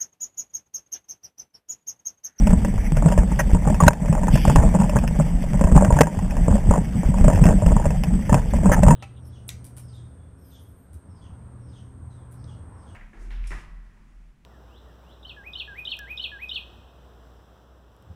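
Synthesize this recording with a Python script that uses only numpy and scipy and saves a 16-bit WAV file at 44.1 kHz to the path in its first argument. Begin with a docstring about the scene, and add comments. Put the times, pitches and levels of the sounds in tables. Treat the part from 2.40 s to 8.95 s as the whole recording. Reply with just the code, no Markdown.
"""A four-wheel-drive's chassis shudders and thumps over rough dirt, heard by a camera clamped beneath it.
Most sound arrives through the mount: the bracket drones and rings with each jolt, and loose parts
knock, scrape and rattle on the camera case. Behind them the ground rumbles and grit hisses under the tyres.
The camera ducks and clips on hard hits; its 8 kHz sample-and-hold mirrors the sound up into the treble."""
import sys
import numpy as np
from scipy import signal
from scipy.io import wavfile

SR = 44100
rng = np.random.default_rng(int(sys.argv[2]) if len(sys.argv) > 2 else 0)


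def file_out(sig):
    """Save sig as 16-bit WAV at sys.argv[1]."""
    # one column per channel
    cols = np.atleast_2d(sig).T
    # limit, then scale
    lim = np.clip(cols, -1, 1)
    pcm = np.round(lim * 32767).astype(np.int16)
    wavfile.write(sys.argv[1], SR, pcm)


N = 288855

# how hard the ground shakes the mount: (time [s], chassis level [dB], bracket level [dB])
SHUDDER = [(0.0, -18.5, -24), (0.16, -20.5, -21), (0.33, -18.5, -27.5), (0.54, -21, -37),
           (0.67, -22, -19.5), (0.95, -22.5, -30), (1.35, -23, -23.5), (1.51, -27, -27.5),
           (1.73, -24, -29.5), (2.08, -22.5, -25), (2.35, -24.5, -21.5), (2.85, -22.5, -29),
           (3.06, -22.5, -30.5), (3.43, -22, -20.5), (3.61, -34, -32), (3.81, -28.5, -34), (3.96, -19, -31),
           (4.19, -22, -28.5), (4.41, -25.5, -29), (4.63, -30, -28), (4.98, -20.5, -23.5),
           (5.8, -25.5, -27.5), (5.97, -24.5, -39), (6.18, -17.5, -23), (6.33, -22, -20),
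           (6.55, -21.5, -18)]
# resonances of the camera case: (pitch [Hz], level [dB], t60 before choking [s])
CASE_MODES = [(293, 8, 0.06), (470, -0.5, 0.083), (590, 11, 0.062), (633, -2, 0.092), (820, 16, 0.025),
              (937.7, 0, 0.14), (1230, 4, 0.0078), (1722, -1, 0.031), (1580, 4, 0.039), (1800, 5, 0.038),
              (2570, 8, 0.012), (2597, -6.5, 0.062), (3600, -14, 0.044)]
# loose parts striking the case: (time [s], peak [dB], treble [dB], favoured ring [Hz])
KNOCKS = [(.071, -10, -5.5, 612), (.105, -16.5, -15, 606), (0.133, -14, -22, 550), (0.248, -12, -3, 680),
          (.569, -16.5, -2.5, 615), (0.624, -12.5, -46, 520), (.66, -10.5, -51, 617),
          (.682, -16.5, -10, 540), (.722, -11, -8, 666), (0.777, -10, -10, 674), (.787, -19, 1, 590),
          (.917, -17.5, -25, 880), (1.105, -21.5, -3, 782), (1.148, -12, -15, 1070),
          (1.274, -11.5, -38, 590), (1.299, -15, -16, 565), (1.344, -17.5, -5, 890),
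          (1.421, -14.5, -7, 590), (1.436, -8, -33, 940), (1.467, -10, 2, 600), (1.507, -13, -21, 1500),
          (1.532, -14.5, 0.5, 606), (1.685, -22, -12, 610), (1.727, -12.5, -11.5, 553),
          (1.751, -15, -13.5, 1020), (1.779, -18, -28, 760), (1.833, -14, -11.5, 1250),
          (1.87, -18, -1, 606), (1.882, -13.5, -33, 645), (1.956, -11, -6, 580), (2.052, -8.5, -6, 810),
          (2.079, -13, -1, 600), (2.098, -8.5, -15, 930), (2.159, -2, -8.5, 790), (2.185, -13.5, -13, 470),
          (2.201, -14.5, -20, 634), (2.236, -12, -36, 600), (2.341, -15, -10, 620), (2.349, -8, -30, 590),
          (2.403, -17.5, -28, 590), (2.413, -15.5, -21, 980), (2.495, -15.5, -4.5, 616),
          (2.559, -10.5, -24, 1080), (2.566, -10, -15, 616), (2.587, -18.5, 4, 640), (2.64, -17, -19, 605),
          (2.677, -17.5, 11, 920), (2.799, -11, -34, 590), (3.039, -21, -23, 616), (3.142, -18, -29, 620),
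          (3.211, -8.5, -15, 520), (3.239, -13.5, -6, 606), (3.272, -16, -21, 640),
          (3.316, -17.5, -25, 485), (3.353, -14, -16, 820), (3.363, -3, -23, 628), (3.377, -4, -45, 990),
          (3.409, -15, -42, 936), (3.423, -6.5, -55, 587), (3.448, -9.5, -12, 970),
          (3.505, -11.5, -33, 945), (3.523, -15, -22, 610), (3.567, -13, -34, 950), (3.588, -14, -6, 1620),
          (3.632, -14, -12, 616), (3.67, -14, -14, 940), (3.908, -25.5, 4, 960), (3.968, -19.5, -4.5, 850),
          (4.082, -9, -43, 590), (4.126, -14, -30, 664), (4.154, -14.5, -8, 620), (4.31, -6, -38, 530),
          (4.338, -11, -21, 930), (4.356, -16, -32, 610), (4.633, -14, -36, 623), (4.783, -21, -4, 604),
          (4.843, -11.5, -22, 596), (4.881, -4, -14.5, 610), (4.9, -10, -12, 740), (4.932, -15.5, -7, 920),
          (5.039, -13.5, -1, 1010), (5.065, -12, -7, 770), (5.088, -7, -14, 470), (5.107, -16.5, -14, 663),
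          (5.222, -17, -19, 615), (5.262, -16, -6, 627), (5.319, -12, -41, 603), (5.366, -11.5, -37, 975),
          (5.398, -15.5, -15, 960), (5.455, -10.5, -2.5, 660), (5.505, -18, -3, 602),
          (5.636, -14.5, -1, 2570), (5.894, -13, -11, 590), (5.928, -8, -9, 590), (5.943, -2, -2.5, 790),
          (6.136, -13.5, -9, 696), (6.258, -6.5, -32.5, 582.4), (6.296, -9, -22, 600),
          (6.367, -16, -33, 930), (6.433, -5, -11.5, 635), (6.466, -10.5, -33, 976), (6.483, -2, -10, 890),
          (6.507, -8, -9, 920), (6.524, -11.5, -17, 590)]


def chassis_shudder():
    """Rough ground shakes the chassis and bumps heave it. Returns the sound and the shudder level in dB."""
    # bumps under the wheels: (time [s], peak [dB], pitch [Hz])
    bumps = [(0.008, -11.5, 46), (0.094, -2.5, 41.2), (0.161, -29, 38.0), (0.361, -15.5, 45),
             (0.785, -4.5, 53.3), (1.133, -3, 63.85), (1.302, -5.5, 71.9), (1.425, -4.5, 65.6),
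             (1.47, -2.5, 53.4), (1.904, -5.5, 42.45), (1.938, -8.5, 69), (2.077, -6.5, 39.3),
             (2.158, -2.5, 33.5), (2.188, -2, 64.5), (2.228, -4, 29.18), (2.258, -4, 32), (3.245, -4, 53.0),
             (3.323, 1.5, 49.5), (3.36, -4, 79.96), (3.453, -15, 46.6), (3.526, -1.5, 51),
             (4.11, -4.5, 66.7), (4.144, -18, 44), (4.29, -1.5, 72.6), (4.657, -6, 44.3),
             (4.686, -16, 71.0), (4.811, -0.5, 64.0), (4.841, -2, 35.3), (4.934, -22, 55.7),
             (5.014, -6.5, 57.8), (5.056, 4, 49.8), (5.093, -6, 56.6), (5.267, -1.5, 45.7),
             (5.323, -6.5, 46.6), (5.465, -6.5, 47.4), (5.739, -10, 50.1), (5.898, -5.5, 45),
             (6.153, -22, 52), (6.288, -0.5, 46.1), (6.35, -10, 30.5), (6.385, -18, 50.0),
             (6.442, -14, 44.0), (6.466, -6, 32.2)]
    level_db = stirred(in_time(SHUDDER)[0], bumps, fade_s=.03, after_db=-16.5)
    shudder = from_db(level_db + 1) * shaken(hz=np.full(N, 38), width_hz=11.7)
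    return shudder + swings(bumps, cycles=3.15, rise_cycles=.013), level_db


def bracket_drone():
    """The shaken bracket drones and jolts set it ringing. Returns the sound and the drone level in dB."""
    # jolts through the mount: (time [s], peak [dB], pitch [Hz])
    jolts = [(0.065, -21, 193), (0.129, -10, 181), (.521, -10.5, 149), (0.569, -19, 159),
             (.623, -15.5, 168), (0.659, -10.5, 164), (0.721, -16, 172), (0.921, -26, 188),
             (1.142, -12, 173), (1.268, -11.5, 152), (1.425, -11, 142), (1.465, -7.5, 219),
             (1.619, -20, 172), (1.696, -9, 164.3), (1.873, -11, 173), (1.934, -6.5, 141),
             (2.074, -6.5, 138), (2.154, -16, 180), (2.345, -8, 187), (2.399, -11, 173),
             (2.553, -11.5, 121), (2.635, -20, 147), (2.789, -10.5, 151), (3.134, -13.5, 145),
             (3.213, -11, 170), (3.357, -0.5, 152), (3.483, -9.5, 128), (3.558, -11, 147.9),
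             (3.604, -5, 159.6), (3.772, -16, 91.1), (3.822, -15.5, 180), (4.01, -16.5, 163.3),
             (4.08, -7.5, 180), (4.254, -18, 93.5), (4.303, -7, 169), (4.375, -9.5, 160), (4.549, -13, 192),
             (4.688, -13, 133), (4.811, -29, 102.3), (4.85, -8.5, 196), (4.871, -7, 152),
             (4.934, -11, 92.6), (5.016, -5.5, 159), (5.056, -8, 165), (5.224, -11.5, 99.6),
             (5.361, -14, 177), (5.67, -15.5, 166), (5.748, -16, 172), (5.924, -12, 99), (5.922, -5.5, 174),
             (6.255, -5.5, 193), (6.364, -16, 183), (6.43, -8, 186), (6.472, -4.5, 145)]
    level_db = stirred(in_time(SHUDDER)[1], jolts, fade_s=.042, after_db=-10)
    pitch_hz = 174.1 * (1 + .08 * drift(rate_hz=4))
    drone = from_db(level_db - 1.5) * shaken(pitch_hz, width_hz=14)
    return drone + swings(jolts, cycles=14.5, rise_cycles=.34), level_db


def case_knocks(rattle_db):
    """Loose parts hit the case; lighter taps fall at random, crowding where the rattle is strong."""
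    when, strength, dullness, place = rng.random((36, 4)).T
    activity = np.cumsum(from_db(rattle_db))
    tap_s = np.interp(when, activity / activity[-1], np.arange(N) / SR)
    taps = zip(tap_s, -19 - 4 * strength, -30 * dullness, np.where(place < .7, 605, 900))
    hits = [(*row, .006, 0) for row in [*KNOCKS, *taps]]  # 6 ms of chatter, no squeak
    return case_blows(hits, click=16, fade_power=1, choke=.57, favour_db=8, spread_db=3.5, detune=.029)


def case_scrapes():
    """Slams and scrapes on the case: contacts too fast to tell apart."""
    # (time [s], peak [dB], treble [dB], favoured ring [Hz], length [s], squeak share [0-1])
    scrapes = [(.990, -8, -5, 1880, .024, .24), (1.402, -6, -14, 1140, .015, .45),
               (6.316, -8, -3, 1330, .032, .12), (1.479, 8, -4, 1480, .006, .25),
               (3.607, 9, -4, 950, .010, .15)]
    return case_blows(scrapes, click=0, fade_power=4, choke=.3, favour_db=5, spread_db=1.5, detune=.02)


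def case_blows(events, click, fade_power, choke, favour_db, spread_db, detune):
    """A first click and a burst of chatter ring the case, struck at another place each time."""
    hz, level_db, t60 = np.transpose(CASE_MODES)
    out, t = np.zeros(N + SR), np.arange(SR // 12) / SR
    luck = rng.standard_normal((len(events), 2 * len(hz) + len(t)))
    upper = np.clip(np.log2(hz / 950), 0, 1.3)  # only hard contacts reach the upper modes
    attack = np.minimum(t / .00066, 1)[:, None]
    decay = from_db(-60 * np.outer(t, 1 / (choke * t60)))
    for (s, peak_db, treble_db, favoured_hz, length_s, squeak), row in zip(events, luck):
        strength, shift, noise = np.split(row, [len(hz), 2 * len(hz)])
        near = np.exp(-(np.log(hz / favoured_hz) / .21) ** 2)  # the spot struck favours nearby modes
        gain = from_db(level_db + favour_db * near + upper * (treble_db + 7.5) + spread_db * strength)
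        modes = np.sin(2 * np.pi * np.outer(t, hz * (1 + detune * shift))) * decay * attack
        pressure = np.exp(-(t / length_s) ** fade_power)
        body = signal.fftconvolve(modes @ gain, noise * pressure + click * (t == 0))[:len(t)]
        # a sliding contact locks to one pitch and squeaks while it is pressed
        waver = np.cumsum(noise) * .045
        tone = np.sin(2 * np.pi * favoured_hz * t + waver) * pressure * np.minimum(t / .00095, 1)
        blow = (1 - squeak) * body / np.abs(body).max() + squeak * tone
        out[round(s * SR):][:len(t)] += from_db(peak_db) * blow
    return out[:N]


def rattle_level():
    """How lively the loose parts are, in dB; every listed knock stirs them up."""
    # underlying rattle: (time [s], level [dB])
    looseness = [(0, -41), (.42, -47), (.7, -36.5), (.88, -45), (1.32, -35), (1.39, -48), (1.7, -36),
                 (1.9, -40.5), (2.02, -50), (2.25, -33), (2.55, -35), (2.72, -42), (2.85, -35), (2.98, -47),
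                 (3.36, -31), (3.58, -32), (3.8, -41), (4.12, -38.5), (4.21, -50), (4.35, -32),
                 (4.5, -46.5), (4.8, -41), (5.06, -31), (5.15, -45), (5.3, -34.5), (5.46, -34), (5.6, -48),
                 (5.86, -48), (5.93, -33.5), (6.07, -46.5), (6.27, -34), (6.55, -31.5)]
    return stirred(in_time(looseness)[0], KNOCKS, fade_s=.033, after_db=-23)


def case_rattle(level_db):
    """Small soft taps at random; each mode of the case answers as a close pair."""
    taps = grains(per_s=280, spread_db=3.2) * from_db(level_db - 36)
    taps = signal.sosfilt(signal.butter(2, 1300, fs=SR, output="sos"), taps)
    pairs = [(hz * side, mode_db, t60) for hz, mode_db, t60 in CASE_MODES for side in (.97, 1.03)]
    couplings = rng.standard_normal((len(pairs), N // 400 + 1))
    couplings = np.repeat(couplings, 400, axis=1)[:, :N]  # the taps land now here, now there
    return sum(from_db(mode_db) * ring(taps * coupling, hz, .41 * t60)
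               for (hz, mode_db, t60), coupling in zip(pairs, couplings))


def ground_rumble(chassis_db, bracket_db):
    """A broad rumble fills in between the resonances, swelling with chassis and bracket."""
    # rumble colour: (frequency [Hz], relative level [dB])
    spectrum = [(10, -29), (18, -20), (45, 3.5), (115, -5.5), (200, -2), (300, -38.5), (390, -29),
                (700, -64)]
    noise = rng.standard_normal((2, N))
    return from_db((chassis_db + bracket_db) / 2 + 1) * coloured(noise, spectrum, flicker_hz=20.3)


def tyre_grit(chassis_db):
    """Grit hisses under the tyres, gently following the shudder; once, loose dirt slides past."""
    # grit colour: (frequency [Hz], relative level [dB])
    spectrum = [(300, -4), (600, 8), (1000, -4), (1370, -37), (1980, -1.5), (2600, -15), (3020, -7.5),
                (3560, -7.5)]
    # bright swell of sliding dirt: (time [s], level [dB])
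    slide_swell = [(1.89, -55), (1.93, -34.5), (2.12, -38.5), (2.19, -51)]
    crunch = [grains(per_s=2500, spread_db=1) for _ in range(2)]
    grit_db = -41 + .24 * (chassis_db - chassis_db.mean())
    grit = from_db(grit_db) * coloured(crunch, spectrum, flicker_hz=17.6)
    slide = signal.sosfilt(signal.butter(2, [2100, 3600], "band", fs=SR, output="sos"), crunch[1])
    return grit + from_db(in_time(slide_swell)[0]) * rms_one(slide)


def shaken(hz, width_hz):
    """A resonance driven by random force: a sine whose height and phase wander; rms 1."""
    wander = drift(width_hz) + 1j * drift(width_hz)
    return rms_one(np.real(wander * np.exp(2j * np.pi * np.cumsum(hz) / SR)))


def swings(events, cycles, rise_cycles):
    """Each blow swings the part upward first, then it dies away by 60 dB over the given cycles."""
    out, t = np.zeros(N + SR), np.arange(SR // 4) / SR
    for s, peak_db, hz in events:
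        attack = 1 - np.exp(-t * hz / rise_cycles)
        swing = np.sin(2 * np.pi * hz * t) * from_db(-60 * t * hz / cycles) * attack
        out[round(s * SR):][:len(t)] += from_db(peak_db) * swing / swing.max()
    return out[:N]


def stirred(level_db, events, fade_s, after_db):
    """A struck part goes on shaking: each blow adds a tail to its level, after_db relative to the peak."""
    kicks = np.zeros(N)
    for s, peak_db, *_ in events:
        kicks[round(s * SR)] = from_db(peak_db + after_db) * fade_s * SR
    return 20 * np.log10(from_db(level_db) + smoothed(kicks, fade_s))


def ring(force, hz, t60):
    """One mode: a unit click sets a sine of height 1 ringing."""
    r, w = from_db(-60 / (t60 * SR)), 2 * np.pi * hz / SR
    return signal.lfilter([0, np.sin(w)], [1, -2 * r * np.cos(w), r * r], force + 1e-18)


def coloured(sources, spectrum, flicker_hz, flicker_db=3):
    """Half-octave bands of two flat sources in turn, each band with its own level and flicker; rms 1."""
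    hz, level_db = np.transpose(spectrum)
    out, edges = 0, hz[0] * 2 ** np.arange(0, np.log2(hz[-1] / hz[0]) + .5, .5)
    for k, (low, high) in enumerate(zip(edges, edges[1:])):
        band = signal.sosfilt(signal.butter(2, [low, high], "band", fs=SR, output="sos"), sources[k % 2])
        centre_db = np.interp(np.log(low * high) / 2, np.log(hz), level_db)
        out = out + band * from_db(centre_db + flicker_db * drift(flicker_hz))
    return rms_one(out)


def grains(per_s, spread_db):
    """Random clicks, many small and few large; rms 1."""
    sizes = from_db(spread_db * np.minimum(rng.exponential(1, N), 4)) * rng.choice([-1, 1], N)
    return rms_one(sizes * (rng.random(N) < per_s / SR))


def drift(rate_hz):
    """Slow random wander: noise twice through a one-pole low-pass; rms 1."""
    r = np.exp(-2 * np.pi * rate_hz / SR)
    return rms_one(signal.lfilter([1], [1, -2 * r, r * r], rng.standard_normal(N + SR))[SR:])


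def smoothed(x, seconds):
    """One-pole smoothing with unit area."""
    r = np.exp(-1 / (seconds * SR))
    return signal.lfilter([1 - r], [1, -r], x + 1e-18)


def in_time(rows):
    """Columns of an automation table, one value a sample."""
    s, *columns = np.transpose(rows)
    return [np.interp(np.arange(N) / SR, s, column) for column in columns]


def from_db(db):
    """Decibels to gain."""
    return 10 ** (np.asarray(db) / 20)


def rms_one(x):
    """Scale to rms 1."""
    return x / np.sqrt(np.mean(np.abs(x) ** 2) + 1e-20)


def scene():
    """All paths meet at the microphone, in mono."""
    chassis, chassis_db = chassis_shudder()
    bracket, bracket_db = bracket_drone()
    ground = ground_rumble(chassis_db, bracket_db) + tyre_grit(chassis_db)
    rattle_db = rattle_level()
    loose_parts = case_knocks(rattle_db) + case_scrapes() + case_rattle(rattle_db)
    return (chassis + bracket + loose_parts + ground)[None]


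def record(dry):
    """The camera's sound: anti-alias filter, gain control, hard clipping, sample-and-hold, top cut."""
    hold_hz, hold_steps = 8000, 6
    threshold, duck_db_per_excess, lag_s = 1.0, 1500, .033
    band = signal.sosfilt(signal.cheby2(10, 45, 4200, fs=SR, output="sos"), dry)
    band = signal.sosfilt(signal.butter(1, 8, "high", fs=SR, output="sos"), band)
    # overload above 400 Hz pulls the gain down; it creeps back
    sidechain = signal.sosfilt(signal.butter(2, 400, "high", fs=SR, output="sos"), band)
    excess = np.clip(np.abs(sidechain) - threshold, 0, None)
    for _ in range(3):
        excess = smoothed(excess, lag_s)
    ducked = band * from_db(-duck_db_per_excess * excess)
    samples = np.clip(signal.resample_poly(ducked, hold_hz, SR, axis=1), -.95, .95)
    stairs = np.repeat(samples, hold_steps, axis=1)  # steps leave mirror images around 8 and 16 kHz
    wet = signal.resample_poly(stairs, SR, hold_hz * hold_steps, axis=1)[:, :N]
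    wet = np.clip(wet, -.94, .94)
    return signal.sosfilt(signal.cheby2(14, 50, 15300, fs=SR, output="sos"), wet)


dry = scene()
out = record(dry)
file_out(out)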